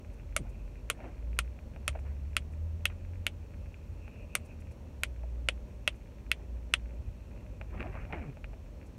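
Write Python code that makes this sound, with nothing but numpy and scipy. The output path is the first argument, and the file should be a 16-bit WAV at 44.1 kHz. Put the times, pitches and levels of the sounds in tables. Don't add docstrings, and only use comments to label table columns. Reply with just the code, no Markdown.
import sys
import numpy as np
from scipy import signal
from scipy.fft import rfft, irfft
from scipy.io import wavfile
from scipy.ndimage import uniform_filter1d

SR = 44100
rng = np.random.default_rng(int(sys.argv[2]) if len(sys.argv) > 2 else 0)


def generate_wav(sig):
    pcm = np.round(np.clip(np.atleast_2d(sig).T, -1, 1) * 32767).astype(np.int16)
    wavfile.write(sys.argv[1], SR, pcm)


N = 396018
T = np.arange(N) / SR
TAPS = 4096
HZ = np.fft.rfftfreq(TAPS, 1 / SR)
NOISE_HZ = np.fft.rfftfreq(N, 1 / SR)

# frequency in Hz, level in dB.
TICK_SPECTRUM = [(150, -14.5), (650, -1.5), (1000, -11.5), (1500, -1.5), (1900, -6.5), (2450, 2.5),
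                 (2750, -2.5), (3100, -17), (4500, -29), (8000, -43), (15000, -52)]
# hardest press in seconds, rise in seconds, fall in seconds,
# relative level in dB, relative level of the low body in dB.
RUB_STROKES = [(.46, .06, .1, -63, -57.5), (1.05, .13, .1, -53.5, -50), (1.957, .015, .025, -51.5, -39),
               (2.056, .015, .11, -57, -55), (2.904, .02, 0.049, -56, -62), (6.41, .08, .05, -61, -59),
               (7.812, 0.11, 0.054, -45.5, -42), (7.86, .012, .07, -52, -46), (7.97, .16, 0.28, -53, -50),
               (8.136, .03, .05, -41, -37.5), (8.218, .05, .11, -51, -50)]


def amp(db):
    return 10 ** (np.asarray(db) / 20)


def unit(x):
    return x / np.sqrt(np.mean(x ** 2) + 1e-20)


def read(points, hz):
    f, value = np.transpose(points)
    return np.interp(np.log(hz + 1), np.log(f + 1), value)


def add(mix, s, sound):
    part = mix[max(round(s * SR), 0):][:len(sound)]
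    part += sound[:len(part)]


def hump(hz, centre_hz, octaves):
    return np.exp(-.5 * (np.log2((hz + 1) / centre_hz) / octaves) ** 2)


def coloured(x, points):
    gain = amp(read(points, np.fft.rfftfreq(len(x), 1 / SR)))
    return unit(irfft(rfft(x) * gain, len(x)))


def band_noise(centre_hz, octaves):
    return unit(irfft(rfft(rng.standard_normal(N)) * hump(NOISE_HZ, centre_hz, octaves), N))


def click(db):
    log_gain = np.log(amp(np.r_[db, db[-2:0:-1]]))
    return np.fft.ifft(np.exp(np.conj(signal.hilbert(log_gain)))).real[:TAPS // 2]


def catches(per_s, spread_db):
    size = amp(spread_db * np.minimum(rng.exponential(1, N), 3))
    return size * (rng.random(N) < per_s / SR)


def drift(rate_hz):
    return unit(irfft(rfft(rng.standard_normal(N)) * np.exp(-(NOISE_HZ / rate_hz) ** 2), N))


def swells(rows, rest_db):
    power = amp(rest_db) ** 2
    for s, length_s, db in rows:
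        power = power + (amp(db) * np.exp(-2 * ((T - s) / length_s) ** 2)) ** 2
    return np.sqrt(power)


def stroke(s, rise_s, fall_s, depth_db=21):
    away = np.maximum((s - T) / rise_s, (T - s) / fall_s)
    return amp(-depth_db * away) * np.clip(3 - 2 * away, 0, 1)


def tyre_roar(level_db=-53.5, swell_db=1):
    # frequency in Hz, level in dB.
    road_spectrum = [(65, -30.5), (110, 2), (141, -9.5), (222, -4.5), (297, -11.5), (397, -12.5),
                     (427, -14.5), (598, -11.5), (672, -21.5), (954, -23), (1120, -27.5), (1610, -31.5),
                     (2610, -32), (3600, -40), (4680, -72), (7920, -120)]
    tyres = coloured(rng.standard_normal(N), road_spectrum) * amp(level_db)
    lows = signal.sosfiltfilt(signal.butter(2, 900, fs=SR, output="sos"), tyres)
    surface = unit(uniform_filter1d(rng.standard_normal(N), size=5000))
    return tyres + lows * (amp(swell_db * surface) - 1)


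def body_rumble(trim_db=1, rest_db=-48.5):
    # frequency in Hz, level in dB.
    rumble_spectrum = [(12, -26), (25, -20), (41, 1.5), (55, 0), (80, 0.5), (120, -13.5), (170, -15.5),
                       (300, -67)]
    # middle in seconds, length in seconds, relative level in dB.
    bump_rows = [(.4, .5, -46), (2.3, 1.6, -47), (3.62, .14, -43), (3.94, 0.088, -43.5), (7.08, 0.099, -42),
                 (7.82, .16, -40.5), (8.08, .25, -41.5), (8.45, .15, -46)]
    return coloured(rng.standard_normal(N), rumble_spectrum) * swells(bump_rows, rest_db) * amp(trim_db)


def drivetrain_boom(trim_db=0.5, rest_db=-53, waver_db=1.13, waver_hz=5, second_db=-22):
    # time in seconds, pitch of the boom in Hz.
    engine_glide = [(0, 46), (.75, 46.5), (1.2, 56), (1.5, 59.9), (1.85, 69), (2.22, 70.06), (2.6, 79),
                    (3.15, 88.04), (3.5, 84.04), (4.45, 83.04), (4.9, 73), (5.15, 59), (7.0, 57.32),
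                    (8.4, 46), (8.98, 46.1)]
    # middle in seconds, length in seconds, relative level in dB.
    boom_rows = [(.5, .45, -43.5), (1.35, 0.26, -36.5), (2.05, 0.46, -38.5), (2.62, .45, -38),
                 (3.1, .45, -41.5), (4.65, .4, -51), (5.4, 0.48, -37.5), (6.7, .55, -39.5),
                 (7.85, 0.34, -43.5)]
    phase = 2 * np.pi * np.cumsum(np.interp(T, *np.transpose(engine_glide))) / SR
    tone = unit(np.sin(phase) + amp(second_db) * np.sin(2 * phase))
    return tone * swells(boom_rows, rest_db) * amp(trim_db + waver_db * drift(waver_hz))


def hiss(centre_hz=2550, octaves=0.1, rest_db=-79, flicker_db=3.5, flicker_hz=14):
    # middle in seconds, length in seconds, relative level in dB.
    hiss_rows = [(.58, 0.25, -72.5), (4.2, 0.65, -67), (7.3, 0.28, -70.5)]
    flicker = amp(flicker_db * drift(flicker_hz) - 1)
    return band_noise(centre_hz, octaves) * swells(hiss_rows, rest_db) * flicker


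def whisks(length_s=0.019, centre_hz=7500, octaves=.5):
    # middle in seconds, level in dB.
    whisk_rows = [(.14, -73), (.5, -71), (2.0, -72), (2.53, -73), (4.46, -66.5), (4.61, -68.5),
                  (4.72, -68.5), (5.96, -73), (8.87, -71)]
    brush = sum(amp(db) * np.exp(-(2 * (T - s) / length_s) ** 2) for s, db in whisk_rows)
    return band_noise(centre_hz, octaves) * brush


def zips(jitter=0.014, overtone_db=-8.5):
    # time in seconds, ribs per second, level in dB.
    zip_strokes = [
        [(.385, 280, -56), (.41, 153, -38), (.44, 74, -47)],
        [(7.72, 165, -50), (7.80, 212, -53), (7.87, 333, -54.5), (7.92, 420, -50)],
        [(8.14, 410, -42), (8.17, 325, -49), (8.22, 245, -47), (8.26, 160, -49), (8.295, 137, -38.5),
         (8.35, 110, -63)],
    ]
    out = np.zeros(N)
    for rows in zip_strokes:
        s, ribs_hz, db = np.transpose(rows)
        t = np.arange(s[0], s[-1], 1 / SR)
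        waver = unit(uniform_filter1d(rng.standard_normal(len(t)), size=200))
        turns = np.cumsum(np.interp(t, s, ribs_hz) * (1 + jitter * waver)) / SR
        buzz = sum(amp(overtone_db * k) * np.sin(2 * np.pi * (k + 1) * turns) for k in range(4))
        fade = signal.windows.tukey(len(t), .2)
        add(out, s[0], unit(buzz) * amp(np.interp(t, s, db)) * fade)
    return out


def rubs(slips_per_s=450, spread_db=2.0, smooth=0.091, patchy_db=4.0, scrape_trim_db=-2.0, body_trim_db=-0.5):
    # frequency in Hz, level in dB.
    rub_spectrum = [(88, -19), (150, 2), (194, -8), (247, 5), (449, -0.5), (542, 3), (725, 4), (790, -2.5),
                    (1370, -11), (2060, -11), (2450, -10), (3450, -35), (4310, -50), (9000, -63),
                    (11700, -78), (19800, -120)]
    slips = rng.choice([-1., 1.], N) * catches(slips_per_s, spread_db)
    z = signal.stft(slips + smooth * rng.standard_normal(N), nperseg=512)[2]
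    patches = uniform_filter1d(rng.standard_normal(z.shape), size=5, axis=1)
    patches = unit(uniform_filter1d(patches, size=3, axis=0))
    patchy = signal.istft(z * amp(patchy_db * patches), nperseg=512)[1][:N]
    grains = coloured(patchy, rub_spectrum)
    low = signal.sosfiltfilt(signal.butter(4, 850, fs=SR, output="sos"), grains)
    scrape, body = unit(grains - low), unit(low)
    out = np.zeros(N)
    for s, rise_s, fall_s, db, low_db in RUB_STROKES:
        contact = scrape * amp(db + scrape_trim_db) + body * amp(low_db + body_trim_db)
        out += stroke(s, rise_s, fall_s) * contact
    return out


def crackle(per_s=90, trim_db=29, spread_db=2.0):
    press = sum(amp(db) * stroke(s, rise_s, fall_s) for s, rise_s, fall_s, db, _ in RUB_STROKES)
    tick = click(read(TICK_SPECTRUM, HZ))
    return amp(trim_db) * signal.oaconvolve(catches(per_s, spread_db) * press, tick)[:N]


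def creaks(per_s=24, trim_db=-38, spread_db=3.6):
    tick = click(read(TICK_SPECTRUM, HZ) + 6 * hump(HZ, 1870, 0.31))
    return amp(trim_db) * signal.oaconvolve(catches(per_s, spread_db), tick)[:N]


def ticks(trim_db=31, knock_trim_db=4):
    # start in seconds, relative level in dB,
    # relative level of the dull knock in dB.
    tick_rows = [(1.004, -51.5, 13), (1.0425, -56.5, 18), (1.3308, -50, -16), (1.59, -50.5, -4),
                 (1.7622, -49.5, 6.5), (1.9526, -58, 25), (1.9908, -52, 7), (2.9012, -49, -6),
                 (3.743, -45.5, -30), (4.0796, -49, 4), (5.2364, -68, 30.5), (7.6137, -39.5, 1),
                 (7.8059, -35, -3), (7.8277, -37.5, -2), (7.9534, -47, 11), (8.0526, -47.5, -8),
                 (8.1259, -36.5, -8), (8.371, -53, 8.5), (8.4433, -38.5, -7.5), (8.533, -58, 15.5)]
    out = np.zeros(N)
    for s, db, knock_db in tick_rows:
        shape = read(TICK_SPECTRUM, HZ) + (knock_db + knock_trim_db) * hump(HZ, 670, 0.74)
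        add(out, s, amp(db + trim_db) * click(shape))
    return out


def cabin(onset_s=0.0021):
    # frequency in Hz, time to fall by 60 dB in seconds.
    decay_times = [(200, 0.053), (600, 0.072), (1200, 0.056), (2700, 0.062), (5000, 0.057), (9000, 0.069),
                   (14000, 0.013)]
    # frequency in Hz, level in dB.
    tail_colour = [(200, -0.5), (600, 7.5), (850, 7.5), (1400, -3.5), (2000, 2), (2600, -2.5), (3300, 4),
                   (4200, 2.5), (6000, 0.5), (9000, 1), (13000, -5.5)]
    t = np.arange(TAPS) / SR
    scatter = rng.choice([-1., 1.], TAPS) * (rng.random(TAPS) < .25)
    hz, at, z = signal.stft(scatter, SR, nperseg=128)
    decay = amp(-60 * at / read(decay_times, hz)[:, None])
    tail = signal.istft(z * decay, SR, nperseg=128)[1][:TAPS]
    tail *= np.clip(2 * t / onset_s - 1, 0, 1)
    return signal.fftconvolve(tail / np.linalg.norm(tail), click(read(tail_colour, HZ)))[:TAPS]


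def rim(ring_hz, t60_s, level_db):
    t = np.arange(TAPS // 2) / SR
    build_up = 1 - np.exp(-t * ring_hz / 5)
    tone = np.sin(2 * np.pi * ring_hz * rng.uniform(0.96, 1.02) * t)
    return amp(level_db - 60 * t / t60_s) * build_up * tone


def pop_paths(palm_s, palm_gain, tear_s=0.000693, seat_s=.00274, seat_gain=.24):
    treble = 1 - 1 / (1 + (HZ / 4800) ** 10)
    steps_s = tear_s * np.array([0, rng.uniform(.35, .65), rng.uniform(.8, 1.5)])
    tear = np.sqrt([.45, .4, .15]) @ np.exp(-2j * np.pi * np.outer(steps_s, HZ))
    direct = 1 - treble + treble * tear
    palm = palm_gain * np.exp(-2j * np.pi * HZ * palm_s)
    seat = seat_gain * np.exp(-2j * np.pi * HZ * seat_s)
    paths = irfft(direct + (palm + seat) / (1 + (HZ / 6000) ** 2))
    paths[TAPS // 2:] = 0
    return paths


def snaps(tail_db=-12, tail_at_db=11, drier=.5, mid_hz=2620, top_db=-10, peel_hz=2700):
    # start in seconds, level in dB, pitch in Hz, hollow of the cupped hand in dB,
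    # crack of the rim in dB, low thud in dB, top of the treble in Hz, delay of the echo off the palm in seconds,
    # gain of that echo.
    squeeze_rows = [(0.3647, 9, 2310, 7.5, 6.5, 13, 13000, .0014, 0.45),
                    (0.9006, 9, 2570, 7, 3, 11, 13600, .0021, .3),
                    (1.3896, 11.5, 2500, 6, 0.5, 1.5, 12900, 0.0021, 0.32),
                    (1.8795, 9.5, 2530, 3.5, 1, 5, 13200, .0016, .26),
                    (2.367, 13.5, 2702, 0.5, -2.5, -5, 12400, .0015, .43),
                    (2.8551, 13.5, 2771, -8, -6, -3, 13900, .0015, .85),
                    (3.2667, 12.5, 2730, -8, -6, 0, 13400, .0014, 0.28),
                    (4.3528, 11, 2300, 1.5, 3.5, 5.5, 13450, .0014, 0.43),
                    (5.0346, 11, 2340, -1, -2.5, 0.5, 13900, 0.00127, .55),
                    (5.4872, 15, 2620, -5, -7, 7, 11500, .0014, 0.41),
                    (5.8769, 15.5, 2760, -6, -8.5, 4.5, 12100, .0015, 0.62),
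                    (6.316, 16, 2590, -9.5, -10, -12, 13000, 0.00149, .61),
                    (6.7386, 18.5, 2820, -4, -7.5, -9, 12000, .00148, 0.4)]
    # frequency in Hz, level in dB.
    pop_spectrum = [(120, -16.5), (350, -20), (600, -16), (850, -23), (1300, -4), (1750, -8.5), (2600, 1),
                    (3250, -5.5), (3900, -14.5), (4900, -18), (7400, -17), (9000, -13), (10400, -16.5),
                    (12200, -16)]
    out = np.zeros(N)
    pole = .7 * np.exp(2j * np.pi * peel_hz / SR)
    lag = np.poly([pole, np.conj(pole)]).real
    for s, db, hz, hollow, crack, thud, top_hz, palm_s, palm_gain in squeeze_rows:
        cup_hz = HZ * (mid_hz / hz) ** hump(HZ, mid_hz, 0.35)
        shape = read(pop_spectrum, cup_hz)
        shape += hollow * hump(HZ, 1220, 0.22)
        shape += thud * hump(HZ, 550, 0.42)
        shape += crack * hump(HZ, 9050, 0.69)
        shape += np.maximum(top_db * (HZ / top_hz) ** 16, -45)
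        pop = signal.lfilter(lag[::-1], lag, click(shape))
        wet_db = tail_db - drier * (db - tail_at_db)
        response = pop_paths(palm_s, palm_gain) + amp(wet_db) * cabin()
        add(out, s, amp(db) * signal.fftconvolve(pop, response))
        add(out, s, amp(db + crack) * rim(ring_hz=9200, t60_s=0.017, level_db=-42.0))
        freed_s = s + palm_s
        add(out, freed_s, amp(db) * rim(ring_hz=2613, t60_s=0.019, level_db=-37.5))
        add(out, freed_s, amp(db + hollow) * rim(ring_hz=1416, t60_s=0.013, level_db=-48.0))
        add(out, freed_s, amp(db + thud / 2) * rim(ring_hz=598, t60_s=.03, level_db=-45.5))
    return out


def scene(fingers_wet_db=-12):
    car = drivetrain_boom() + body_rumble() + tyre_roar()
    fingers = ticks() + creaks() + crackle()
    fingers = fingers + amp(fingers_wet_db) * signal.oaconvolve(fingers, cabin())[:N]
    brushes = hiss() + whisks() + zips() + rubs()
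    return (car + brushes + fingers + snaps())[None]


def record(dry, hiss_db=-74.5, edge_hz=15800):
    # frequency in Hz, level in dB.
    mic_spectrum = [(2500, -22), (3700, -1.5), (4400, 2), (4900, -5.5), (5500, 2), (7000, -2), (9500, -7),
                    (10400, -12.5), (11300, -7.5), (15800, -11)]
    heard = dry + amp(hiss_db) * coloured(rng.standard_normal(N), mic_spectrum)
    low_pass = signal.firwin(511, edge_hz, window=("kaiser", 9), fs=SR)
    return signal.oaconvolve(heard, low_pass[None], "same")


dry = scene()
out = record(dry)
generate_wav(out)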